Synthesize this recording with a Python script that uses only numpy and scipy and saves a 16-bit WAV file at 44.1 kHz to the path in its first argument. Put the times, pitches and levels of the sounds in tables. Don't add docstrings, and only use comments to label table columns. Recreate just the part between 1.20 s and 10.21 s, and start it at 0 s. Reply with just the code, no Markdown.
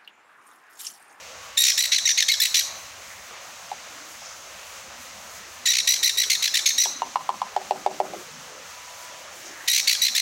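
import sys
import numpy as np
from scipy import signal
from scipy.fft import rfft, irfft, next_fast_len
from scipy.io import wavfile
from scipy.ndimage import uniform_filter1d

SR = 44100
rng = np.random.default_rng(int(sys.argv[2]) if len(sys.argv) > 2 else 0)


def pcm_store(signal):
    levels = np.round(np.clip(np.atleast_2d(signal), -1, 1) * 32767)
    wavfile.write(sys.argv[1], SR, levels.astype(np.int16).T)


N = 397336
T = np.arange(N) / SR


def from_db(db):
    return 10 ** (np.asarray(db) / 20)


def rms_one(x):
    return x / np.sqrt(np.mean(x ** 2) + 1e-20)


def at_hz(points, hz, axis=1):
    points = np.array(points)
    return np.interp(np.log(np.maximum(hz, 1)), np.log(points[:, 0]), points[:, axis])


def wander(rate, size):
    place = np.arange(size) * rate / SR
    count = int(place[-1]) + 2
    return np.interp(place, np.arange(count), rng.standard_normal(count))


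def band(x, low_hz, high_hz):
    edges = [low_hz, min(high_hz, SR / 2 - 10)]
    return signal.sosfilt(signal.butter(2, edges, "band", fs=SR, output="sos"), x)


def high_pass(x, hz):
    return signal.sosfilt(signal.butter(4, hz, "high", fs=SR, output="sos"), x)


def resonate(x, hz, width_hz):
    r = np.exp(-np.pi * width_hz / SR)
    feed = np.array([1, 0, -1]) * np.sqrt((1 - r * r) / 2)
    return signal.lfilter(feed, [1, -2 * r * np.cos(2 * np.pi * hz / SR), r * r], x)


def coloured(spectrum, size):
    hz = np.arange(size // 2 + 1) * SR / size
    white = rfft(rng.standard_normal(size))
    return rms_one(irfft(white * from_db(at_hz(spectrum, hz)), size))


def add(out, s, sound):
    start = round(s * SR)
    part = sound[max(-start, 0):max(N - start, 0)]
    out[max(start, 0):max(start, 0) + len(part)] += part


# (f/Hz, relative level/dB per Hz)
AIR_SPECTRUM = [(25, -18), (70, -8), (140, -6.5), (320, -11), (414, -13.5), (527, 2.5), (900, 2),
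                (1300, 4.5), (1700, -1.5), (2300, -5), (3400, -10.5), (5000, -11), (6400, -6.5),
                (8700, -19), (12000, -23.5), (15800, -23.5)]
# (t/s, level/dB)
RUMBLE_LEVEL = [(0, -63), (1.9, -63), (2.5, -81), (3.3, -66), (4.1, -62.5), (5.2, -67), (9, -75)]
AIR_LOW_DB, AIR_HIGH_DB = -47, -43.5
FIZZ_FLICKER_DB, FIZZ_TURNS_PER_S = 3, 12


def room_noise(patchy_db=1.8):
    size = next_fast_len(N, True)
    spectrum = rfft(coloured(AIR_SPECTRUM, size))
    hz = np.arange(size // 2 + 1) * SR / size
    dull, bright = 0, 0
    for centre in 90 * 2 ** np.arange(8):
        share = np.maximum(1 - np.abs(np.log2(np.clip(hz, 90, 11520) / centre)), 0)
        octave = irfft(spectrum * share, size)[:N]
        if centre < 2000:
            dull += octave * from_db(patchy_db * wander(14, N))
        else:
            flicker_db = FIZZ_FLICKER_DB if centre > 8000 else 1.1
            bright += octave * from_db(flicker_db * wander(FIZZ_TURNS_PER_S, N))
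    air = from_db(AIR_LOW_DB) * rms_one(dull) + from_db(AIR_HIGH_DB) * rms_one(bright)
    drone = rms_one(band(rng.standard_normal(N), 60, 98))
    return air + from_db(np.interp(T, *np.transpose(RUMBLE_LEVEL))) * drone


# (middle t/s, length/s, f/Hz, peak level/dB)
DISTANT_TONES = [(.36, 0.48, 1124, -48.5), (1.535, 0.38, 1109, -49.5), (4.38, .14, 1760, -52),
                 (7.788, 0.48, 986, -48)]


def far_tones():
    out = np.zeros(N)
    waver_hz = 5 * wander(30, N)
    for s, length, hz, db in DISTANT_TONES:
        swell = np.exp(-(2 * (T - s) / length) ** 4)
        out += from_db(db) * swell * np.sin(2 * np.pi * np.cumsum(hz + waver_hz) / SR)
    return out


# (middle t/s, length/s, level/dB, centre f/Hz)
CLEAR_BRUSHES = [(.1, 0.43, -54, 546), (1.95, 0.23, -47, 1980), (2.15, 0.11, -54, 437),
                 (2.67, 0.02, -46.5, 602), (2.83, 0.22, -56.5, 303), (3.023, 0.013, -42, 764),
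                 (3.072, 0.12, -42, 5800), (3.69, 0.089, -55, 208), (4.2, 0.15, -50, 1850),
                 (4.95, 0.57, -56, 420), (5.82, 0.46, -54.5, 273), (6.96, 0.097, -39.5, 376),
                 (7.18, 0.24, -56, 154), (7.349, 0.25, -50.5, 497), (8.03, 0.53, -52, 585),
                 (8.278, 0.2, -53, 355), (7.92, 0.054, -49, 890), (8.273, 0.082, -43, 6000),
                 (8.42, 0.4, -45, 1810)]
# (t/s, level/dB)
SLEEVE_LEVEL = [(0, -84), (1.4, -67.5), (2.9, -66), (4.2, -60), (5.2, -60.5), (7.1, -55), (7.7, -69),
                (8.4, -60.5), (9, -61.5)]
STIRS_PER_S, STIR_S = 14, 0.12
STIR_LOW_HZ, STIR_HIGH_HZ = 169.5, 520


def rustles(spread=1.157):
    out, t = np.zeros(N), T[:SR] - .5
    brushes = list(CLEAR_BRUSHES)
    for k, (when, long, high) in enumerate(rng.random((int(STIRS_PER_S * N / SR), 3))):
        s = (k + when) / STIRS_PER_S
        db = np.interp(s, *np.transpose(SLEEVE_LEVEL))
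        centre_hz = STIR_LOW_HZ * (STIR_HIGH_HZ / STIR_LOW_HZ) ** high
        brushes.append((s, STIR_S * (.5 + long), db, centre_hz))
    for s, length, db, hz in brushes:
        grain = from_db(2.5 * wander(120, SR))
        brush = rms_one(grain * band(rng.standard_normal(SR), hz / spread, hz * spread))
        add(out, s + t[0], from_db(db) * np.exp(-(2 * t / length) ** 2) * brush)
    return out


# (delay t/s, gain as a share of the direct sound)
NEAR_SURFACES = [(.0036, 0.015), (.0062, 0.013), (0.012, .2)]
# (f/Hz, level/dB, t60/s)
REVERB = [(191, 30, 1), (394, -2, 0.45), (605, -8, 0.24), (860, -20.5, 0.18), (1690, -19, 1),
          (2280, -17.5, 1), (2800, -20, 0.8), (3340, -20, 0.47), (3700, -12, 0.37), (3990, -15.5, .7),
          (4280, -7.5, 0.73), (4520, -11.5, 0.41), (4930, -14.5, 0.58), (5660, -0.5, 0.23),
          (5900, -9.5, 0.76), (7300, -5, 0.27), (9200, -10, 0.33), (13160, -13, 0.31)]


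def room(x, gap_s=0.0023):
    t = T[:SR]
    response, edges = np.zeros(SR), np.geomspace(140, 17000, 60)
    for low, high in zip(edges, edges[1:]):
        hz = np.sqrt(low * high)
        decay = from_db(-60 * t / at_hz(REVERB, hz, axis=2)) * (1 - np.exp(-(t / gap_s) ** 2))
        decay /= np.sqrt(np.sum(decay ** 2))
        response += from_db(at_hz(REVERB, hz)) * band(rng.standard_normal(SR), low, high) * decay
    for delay, share in NEAR_SURFACES:
        response[round(delay * SR)] += share
    return x + signal.fftconvolve(x, response)[:N]


# (f/Hz, t60/s, gain at resonance as level/dB)
HOLLOW_OBJECT = (382, 0.2, 21.3)


def sympathetic(x):
    hz, t60, db = HOLLOW_OBJECT
    r = from_db(-60 / (t60 * SR))
    feed = np.array([1, 0, -1]) * (1 - r * r) / 2
    return from_db(db) * signal.lfilter(feed, [1, -2 * r * np.cos(2 * np.pi * hz / SR), r * r], x)


# (t/s, level/dB, mouth resonance f/Hz midway through its fall,
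# hollow low resonance level/dB, upper resonance level/dB, both relative to the mouth, rise/s)
TONGUE_CLUCKS = [(2.515, -11.5, 790, -32, -39, 0.0019), (5.657, -16, 880, -2.5, -26, 0.00089),
                 (5.819, -3.5, 940, -4.5, -24, 0.0013), (5.957, 1.5, 982, -5, -30, 0.0013),
                 (6.091, 0, 974, -4, -35, 0.0013), (6.2167, -2.5, 978, -3.5, -40, 0.0016),
                 (6.3637, 1, 772, -12, -38, 0.0018), (6.5085, 1.5, 780, -8, -39, 0.0015),
                 (6.662, 2, 777, -8, -34, 0.0013), (6.801, 0, 765, -2.5, -39, 0.0014),
                 (6.934, -15.5, 734, 1, -30, 0.0035)]
MOUTH_T60_S, MOUTH_HZ, MOUTH_DAMPING = 0.023, 940, 1.2
UPPER_MOUTH_HZ, UPPER_MOUTH_T60_S = 2850, 0.049
SNAP_DB = -23


def clucks(sag=0.1, low_ratio=0.82, low_t60=0.022, edge_ratio=0.48):
    out, t = np.zeros(N), T[:SR // 10]
    for s, level_db, hz, hollow_db, upper_db, rise_s in TONGUE_CLUCKS:
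        t60 = MOUTH_T60_S * (MOUTH_HZ / hz) ** MOUTH_DAMPING
        sinking_hz = hz * (1 + sag * (2 * np.exp(-t / 0.0067) - 1))
        phase = 2 * np.pi * np.cumsum(sinking_hz) / SR
        ring = np.sin(phase) * from_db(-60 * t / t60)
        ring += np.cos(low_ratio * phase) * from_db(hollow_db - 60 * t / low_t60)
        ring += np.sin(2 * np.pi * UPPER_MOUTH_HZ * t) * from_db(upper_db - 60 * t / UPPER_MOUTH_T60_S)
        snap = rms_one(band(rng.standard_normal(len(t)), 530, 4500)) * np.exp(-t / 0.004)
        cluck = ring * (1 - np.exp(-(t / rise_s) ** 2)) + from_db(SNAP_DB) * snap
        add(out, s, from_db(level_db) * high_pass(cluck, edge_ratio * hz))
    return out


# (delay t/s, level/dB)
CLUCK_WALLS = [(.0098, -10), (.05, -25.5)]


def thrown_back(direct):
    out = direct.copy()
    for delay, db in CLUCK_WALLS:
        add(out, delay, from_db(db) * direct)
    return out


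# (middle t/s, level/dB, f/Hz, half-length/s)
THIN_SQUEAKS = [(0.376, -19, 3850, 0.0045), (.381, -9, 7100, 0.0012), (.441, -5.5, 7040, 0.0012),
                (.483, -15, 5950, 0.0018), (0.504, -11, 5220, 0.0021), (0.726, -15, 5750, 0.0047),
                (0.868, -11.5, 6000, 0.0025), (0.903, -15, 5920, 0.0072), (1.099, -13, 4140, 0.0027),
                (1.135, -16, 4000, 0.0026), (4.467, -14, 7100, 0.0022), (4.477, -14, 6960, .002),
                (5.011, -16, 5770, 0.0025), (5.469, -10, 6350, 0.0052), (5.596, -15, 5850, 0.0027),
                (5.614, -15, 6070, 0.0054), (8.683, -10, 4500, 0.0027), (8.694, -17, 4520, .004)]
SQUEAK_FALL, SQUEAK_WAVER = .025, .012


def squeaks():
    out, t = np.zeros(N), np.arange(-SR // 50, SR // 50) / SR
    for s, level_db, hz, half_s in THIN_SQUEAKS:
        u = t / half_s
        bend = 1 - SQUEAK_FALL * np.tanh(u) + SQUEAK_WAVER * wander(700, len(t))
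        whistle = np.sqrt(2) * np.exp(-u ** 4 / 2) * np.sin(2 * np.pi * np.cumsum(hz * bend) / SR)
        add(out, s + t[0], from_db(level_db) * whistle)
    return out


# (f/Hz, relative level/dB)
THROAT_COLOUR = [(1400, 15), (1900, -2.5), (2300, 5), (2800, 19.5), (3400, 11.5), (3750, 7), (4050, 11),
                 (4500, 8.5), (5000, 18), (5550, 2), (5950, 4.5), (6600, 9), (7200, 0.5), (8500, -12),
                 (9400, -7.5), (10400, -14.5), (11400, -8), (12500, -8), (13500, -13.5), (16000, -24)]
# (f/Hz, width/Hz, level/dB)
RASP_RESONANCES = [(2190, 570, -6), (4080, 850, -3), (4530, 150, -5.5), (5840, 1260, -4.5),
                   (7360, 310, -18)]
JITTER, FLANK_ROUGH = .048, .6
HISS_DB = -15.5


def pip(t, pitch_hz, pressure, glide, rough, low_db, beak_db, treble_db, dull_db=0, purity=0.55,
        low_hz=2000, beak_hz=5900):
    unsteady = np.hypot(rough, FLANK_ROUGH * (1 - pressure))
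    hz = pitch_hz * (1 + glide + JITTER * unsteady * wander(1900, len(t)))
    shimmer = 1 + .3 * unsteady * wander(2000, len(t))
    phase = 2 * np.pi * np.cumsum(hz) / SR
    k = np.arange(1, 10)[:, None]
    upper = np.maximum(k - 2, 0)
    partial_hz = k * pitch_hz * (1 + glide)
    gape_db = low_db * np.exp(-((partial_hz - low_hz) / 900) ** 2)
    gape_db += beak_db * np.exp(-((partial_hz - beak_hz) / 1000) ** 2)
    gape_db += treble_db * np.clip((partial_hz - 6500) / 2000, 0, 1)
    chance_db = np.minimum(k / 2, 3) * rng.normal(0, 1, k.shape)
    gains = from_db(at_hz(THROAT_COLOUR, partial_hz) + gape_db - dull_db * upper + chance_db)
    gains *= partial_hz < SR / 2
    gains /= np.sqrt(np.average(np.sum(gains ** 2, axis=0), weights=pressure ** 2) / 2)
    partials = pressure ** (1 + purity * upper) * np.sin(k * phase + 2 * np.pi * rng.random(k.shape))
    tone = shimmer * np.sum(gains * partials, axis=0)
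    air = rng.standard_normal(len(t)) * (1 + np.cos(phase))
    rasp = np.zeros(len(t))
    for n, (mode_hz, width, db) in enumerate(RASP_RESONANCES):
        rasp += (-1) ** n * from_db(db) * resonate(air * unsteady * pressure, mode_hz, width)
    hiss = from_db(HISS_DB + treble_db) * rms_one(band(air, 7300, 20000))
    return (tone + rasp + pressure ** 2 * hiss) / np.sqrt(1 + rough ** 2 / 2)


# (start t/s, length/s, harshness as treble level/dB)
CHIRP_TIMES = [(.37, 0.21, 6), (.57, 0.088, 4.5), (.715, .076, -8.5), (.85, 0.058, -4), (.973, 0.047, -7),
               (1.08, 0.062, -2.5), (1.195, 0.1, 5), (1.34, 0.093, 4.5), (4.453, 0.081, 0.5),
               (4.67, 0.065, 5.5), (4.825, 0.086, 3.5), (4.97, .063, 4), (5.095, 0.06, 4.5),
               (5.22, .056, 3), (5.335, .071, 4), (5.455, 0.051, 3), (5.576, 0.066, 4), (8.474, 0.16, 6.5),
               (8.67, 0.076, 7.5), (8.813, 0.079, 2), (8.945, 0.063, 5)]
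# (middle t/s, level/dB before the effort, f/Hz at the bottom of the swoop,
# roughness 0-1, low throat resonance level/dB, beak resonance level/dB)
TRILL_PIPS = [(0.379, -9.0, 1800.0, 0.3, -6.0, -7.0), (0.392, -8.5, 1880.0, 0.1, -7.0, -8.0),
              (0.408, -8.5, 1880.0, 0.1, -5.0, -1.0), (0.422, -8.0, 1880.0, 0.2, -6.0, -0.0),
              (0.439, -8.5, 1860.0, 0.5, -5.0, 1.0), (0.453, -11.0, 1860.0, 1.0, -3.0, -0.0),
              (0.47, -11.5, 1880.0, 0.8, -1.0, 3.0), (0.485, -9.5, 1940.0, 0.8, 1.0, 10.0),
              (0.502, -10.0, 1860.0, 0.9, -1.0, 8.0), (0.581, -13.5, 1760.0, 0.6, -1.0, 1.0),
              (0.593, -10.0, 1920.0, 0.1, -0.0, 4.0), (0.608, -11.5, 1980.0, 0.5, 0.0, 0.0),
              (0.627, -13.0, 2030.0, 0.1, -16.0, -8.0), (0.642, -14.0, 1940.0, 0.4, -2.0, -7.0),
              (0.658, -15.0, 1940.0, 0.6, -0.0, -5.0), (0.723, -11.5, 1920.0, 0.7, -1.0, 0.0),
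              (0.734, -8.5, 2000.0, 0.5, -2.0, 0.0), (0.748, -13.5, 2150.0, 1.0, 4.0, -1.0),
              (0.765, -8.0, 2000.0, 0.2, -7.0, -2.0), (0.86, -9.0, 1880.0, 0.1, -2.0, 3.0),
              (0.878, -9.0, 2150.0, 0.4, 10.0, 11.0), (0.893, -9.5, 1800.0, 0.8, 3.0, 4.0),
              (0.906, -11.5, 1940.0, 0.7, 5.0, 8.0), (0.978, -11.0, 1940.0, 0.8, -3.0, -6.0),
              (0.99, -7.5, 2130.0, 0.2, 7.0, 5.0), (1.006, -8.0, 1920.0, 0.9, 2.0, -1.0),
              (1.088, -11.0, 1840.0, 1.0, -3.0, -11.0), (1.102, -9.0, 2150.0, 0.2, 9.0, -9.0),
              (1.121, -7.5, 1940.0, 0.3, -6.0, -9.0), (1.205, -10.5, 1750.0, 0.1, 1.0, 0.0),
              (1.222, -8.5, 1980.0, 0.3, -6.0, -7.0), (1.236, -11.0, 1920.0, 0.5, -3.0, -5.0),
              (1.257, -11.5, 1920.0, 0.7, 1.0, -4.0), (1.347, -11.5, 1800.0, 1.0, 1.0, -2.0),
              (1.357, -11.0, 2000.0, 0.9, -1.0, -2.0), (1.371, -10.5, 1920.0, 0.7, 0.0, 10.0),
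              (1.381, -13.5, 2000.0, 0.3, -5.0, 1.0), (1.395, -11.5, 1900.0, 0.5, -2.0, -3.0),
              (4.461, -11.5, 1980.0, 0.4, 2.0, 1.0), (4.474, -11.5, 1860.0, 0.7, 2.0, 1.0),
              (4.491, -9.5, 1920.0, 0.1, -1.0, 4.0), (4.506, -9.0, 1960.0, 0.3, 0.0, 3.0),
              (4.521, -12.5, 1840.0, 0.3, 0.0, 3.0), (4.539, -13.0, 1980.0, 0.7, 3.0, 4.0),
              (4.555, -13.0, 2150.0, 1.0, 2.0, 1.0), (4.571, -12.5, 1920.0, 0.6, 2.0, 4.0),
              (4.588, -10.0, 2150.0, 1.0, 0.0, -0.0), (4.678, -11.0, 1860.0, 0.8, 1.0, 3.0),
              (4.693, -7.0, 1940.0, 0.1, -2.0, 5.0), (4.709, -8.0, 2000.0, 0.2, -1.0, 2.0),
              (4.724, -9.0, 1940.0, 0.2, -2.0, 4.0), (4.741, -11.0, 2000.0, 0.6, 1.0, 2.0),
              (4.835, -12.0, 1860.0, 0.5, 1.0, 3.0), (4.847, -8.0, 2030.0, 0.1, 0.0, -1.0),
              (4.862, -9.0, 1920.0, 0.1, -2.0, 5.0), (4.879, -10.5, 2030.0, 0.4, -1.0, -0.0),
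              (4.975, -17.0, 1900.0, 0.3, 1.0, -1.0), (4.987, -9.0, 1920.0, 0.1, -3.0, -0.0),
              (5.003, -9.0, 1960.0, 0.2, -1.0, 0.0), (5.021, -10.0, 2000.0, 0.3, 1.0, -3.0),
              (5.105, -11.0, 2150.0, 1.0, 2.0, -0.0), (5.119, -10.0, 2100.0, 0.4, 1.0, -2.0),
              (5.134, -12.5, 2100.0, 0.6, 0.0, -2.0), (5.229, -16.5, 1940.0, 0.8, 1.0, -3.0),
              (5.244, -11.0, 2030.0, 0.7, 2.0, 0.0), (5.259, -12.0, 2050.0, 0.6, -2.0, -4.0),
              (5.345, -13.5, 1800.0, 0.3, 4.0, 1.0), (5.357, -11.0, 1960.0, 0.8, 2.0, -1.0),
              (5.374, -11.5, 1980.0, 0.8, -1.0, -0.0), (5.463, -11.5, 1880.0, 0.9, -1.0, 3.0),
              (5.474, -9.5, 2100.0, 0.5, -2.0, 7.0), (5.493, -10.0, 2100.0, 0.3, -4.0, 6.0),
              (5.579, -17.5, 1920.0, 0.9, 2.0, 6.0), (5.588, -9.0, 1900.0, 0.1, -4.0, 6.0),
              (5.604, -9.5, 1940.0, 0.2, -4.0, 7.0), (5.622, -9.5, 2030.0, 0.2, -3.0, 6.0),
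              (5.64, -11.0, 1920.0, 0.2, -2.0, 7.0), (8.478, -18.5, 1900.0, 0.4, 2.0, -4.0),
              (8.486, -13.0, 1980.0, 1.0, 2.0, -1.0), (8.502, -12.0, 1900.0, 0.2, -1.0, -0.0),
              (8.518, -12.5, 1920.0, 0.3, 0.0, -0.0), (8.536, -11.5, 2050.0, 0.5, 1.0, 3.0),
              (8.55, -12.0, 1960.0, 0.7, 1.0, 1.0), (8.565, -12.5, 2050.0, 1.0, 2.0, 0.0),
              (8.583, -11.5, 2150.0, 0.7, 2.0, -3.0), (8.6, -14.0, 2130.0, 1.0, 2.0, 0.0),
              (8.674, -15.0, 1920.0, 1.0, -2.0, -2.0), (8.682, -11.5, 2150.0, 0.6, 3.0, -11.0),
              (8.698, -10.5, 2030.0, 1.0, -1.0, -4.0), (8.715, -13.0, 1980.0, 0.9, 4.0, 1.0),
              (8.731, -13.0, 2030.0, 0.8, 0.0, -6.0), (8.823, -9.0, 1940.0, 0.1, -5.0, -4.0),
              (8.837, -8.5, 1960.0, 0.1, -6.0, -3.0), (8.853, -10.0, 2030.0, 0.4, -4.0, -8.0),
              (8.869, -11.0, 2030.0, 0.5, -4.0, -5.0), (8.954, -15.0, 1760.0, 0.3, 1.0, 3.0),
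              (8.966, -12.0, 1900.0, 0.4, 1.0, 0.0), (8.982, -11.0, 2080.0, 1.0, 2.0, -2.0),
              (9.001, -12.0, 2000.0, 0.4, 2.0, -1.0)]
# (t/s, level/dB, f/Hz before the fall)
FALLING_NOTES = [(0.519, -17, 1734), (0.678, -27, 1940), (0.785, -13, 1904), (0.914, -14, 1874),
                 (1.026, -8.5, 1842), (1.14, -13.5, 1764), (1.272, -24, 1834), (1.411, -20, 1660),
                 (4.603, -12.5, 1990), (4.762, -21.5, 1700), (4.896, -10.5, 1880), (5.037, -15.5, 1725),
                 (5.153, -14.5, 1930), (5.278, -15, 1785), (5.392, -16.5, 1790), (5.506, -16.5, 1885),
                 (5.652, -19, 1735), (8.751, -18, 1690), (8.884, -15.5, 1856)]
PIP_HALF_S, PIP_SHRINK = 0.0052, 0.421
SWING_FIRST, SWING_LAST = .25, .5
UPTURN = .45
ONSET_S = 0.0054
EFFORT_DB, EFFORT_RISE_S = -0.5, 0.025
CLOSING_HALF_S, CLOSING_FALL, CLOSING_ROUGH = 0.003, .16, .55
CLOSING_BEAK_DB, CLOSING_LOW_DB = -5, -0.5
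CLOSING_DULL_DB = 2


def chick(low_edge_hz=1500):
    out, t = np.zeros(N), np.arange(-SR // 50, SR // 50) / SR
    for s, level_db, hz, rough, low_db, beak_db in TRILL_PIPS:
        start, length, harsh_db = [chirp for chirp in CHIRP_TIMES if chirp[0] < s - t[0]][-1]
        progress = min((s - start) / length, 1)
        half_s = PIP_HALF_S * (1 - PIP_SHRINK * progress) * np.exp(rng.normal(0, 0.1034))
        u = t / half_s
        opening = np.clip((s + t - start) / ONSET_S, 0, 1)
        pressure = np.exp(-np.abs(u) ** 2.6 * .55) * opening
        swing = (SWING_FIRST + (SWING_LAST - SWING_FIRST) * progress) * rng.uniform(.6, 1.4)
        glide = swing * np.where(u < 0, 1, UPTURN) * np.tanh(u ** 4 / 5)
        effort_db = EFFORT_DB * (1 - np.exp(-max(s - start, 0) / EFFORT_RISE_S))
        sound = pip(t, hz, pressure, glide, rough, low_db, beak_db, harsh_db)
        add(out, s + t[0], from_db(level_db + effort_db) * sound)
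    u = t / CLOSING_HALF_S
    pressure = np.exp(-np.where(u < 0, u ** 2, u ** 2 / 3))
    glide = -CLOSING_FALL * np.tanh(np.maximum(u + .5, 0) ** 2 / 9)
    for s, level_db, hz in FALLING_NOTES:
        note = pip(t, hz, pressure, glide, CLOSING_ROUGH, CLOSING_LOW_DB, CLOSING_BEAK_DB,
                   treble_db=0, dull_db=CLOSING_DULL_DB)
        add(out, s + t[0], from_db(level_db) * note)
    return high_pass(out, low_edge_hz)


def scene():
    background = room_noise() + far_tones() + rustles()
    tongue = thrown_back(clucks())
    voices = room(chick() + squeaks() + tongue)
    return (background + sympathetic(tongue) + voices)[None]


def gain_control(x, threshold_db=-28, slope=0.4, release_db_per_s=380, attack_s=0.0064, ahead_s=0.0065):
    level_db = 10 * np.log10(np.maximum(uniform_filter1d(x ** 2, size=128), 1e-12))
    held_db = np.maximum.accumulate(level_db + release_db_per_s * T) - release_db_per_s * T
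    r = np.exp(-1 / (attack_s * SR))
    cut_db = signal.lfilter([1 - r], [1, -r], slope * np.maximum(held_db - threshold_db, 0))
    return x * from_db(-np.interp(T + ahead_s, T, cut_db))


CUTOFF_HZ = 15900


def record(dry):
    low_pass = signal.ellip(10, .2, 80, CUTOFF_HZ, fs=SR, output="sos")
    return signal.sosfilt(low_pass, gain_control(dry[0]))[None]


dry = scene()
out = record(dry)
pcm_store(out)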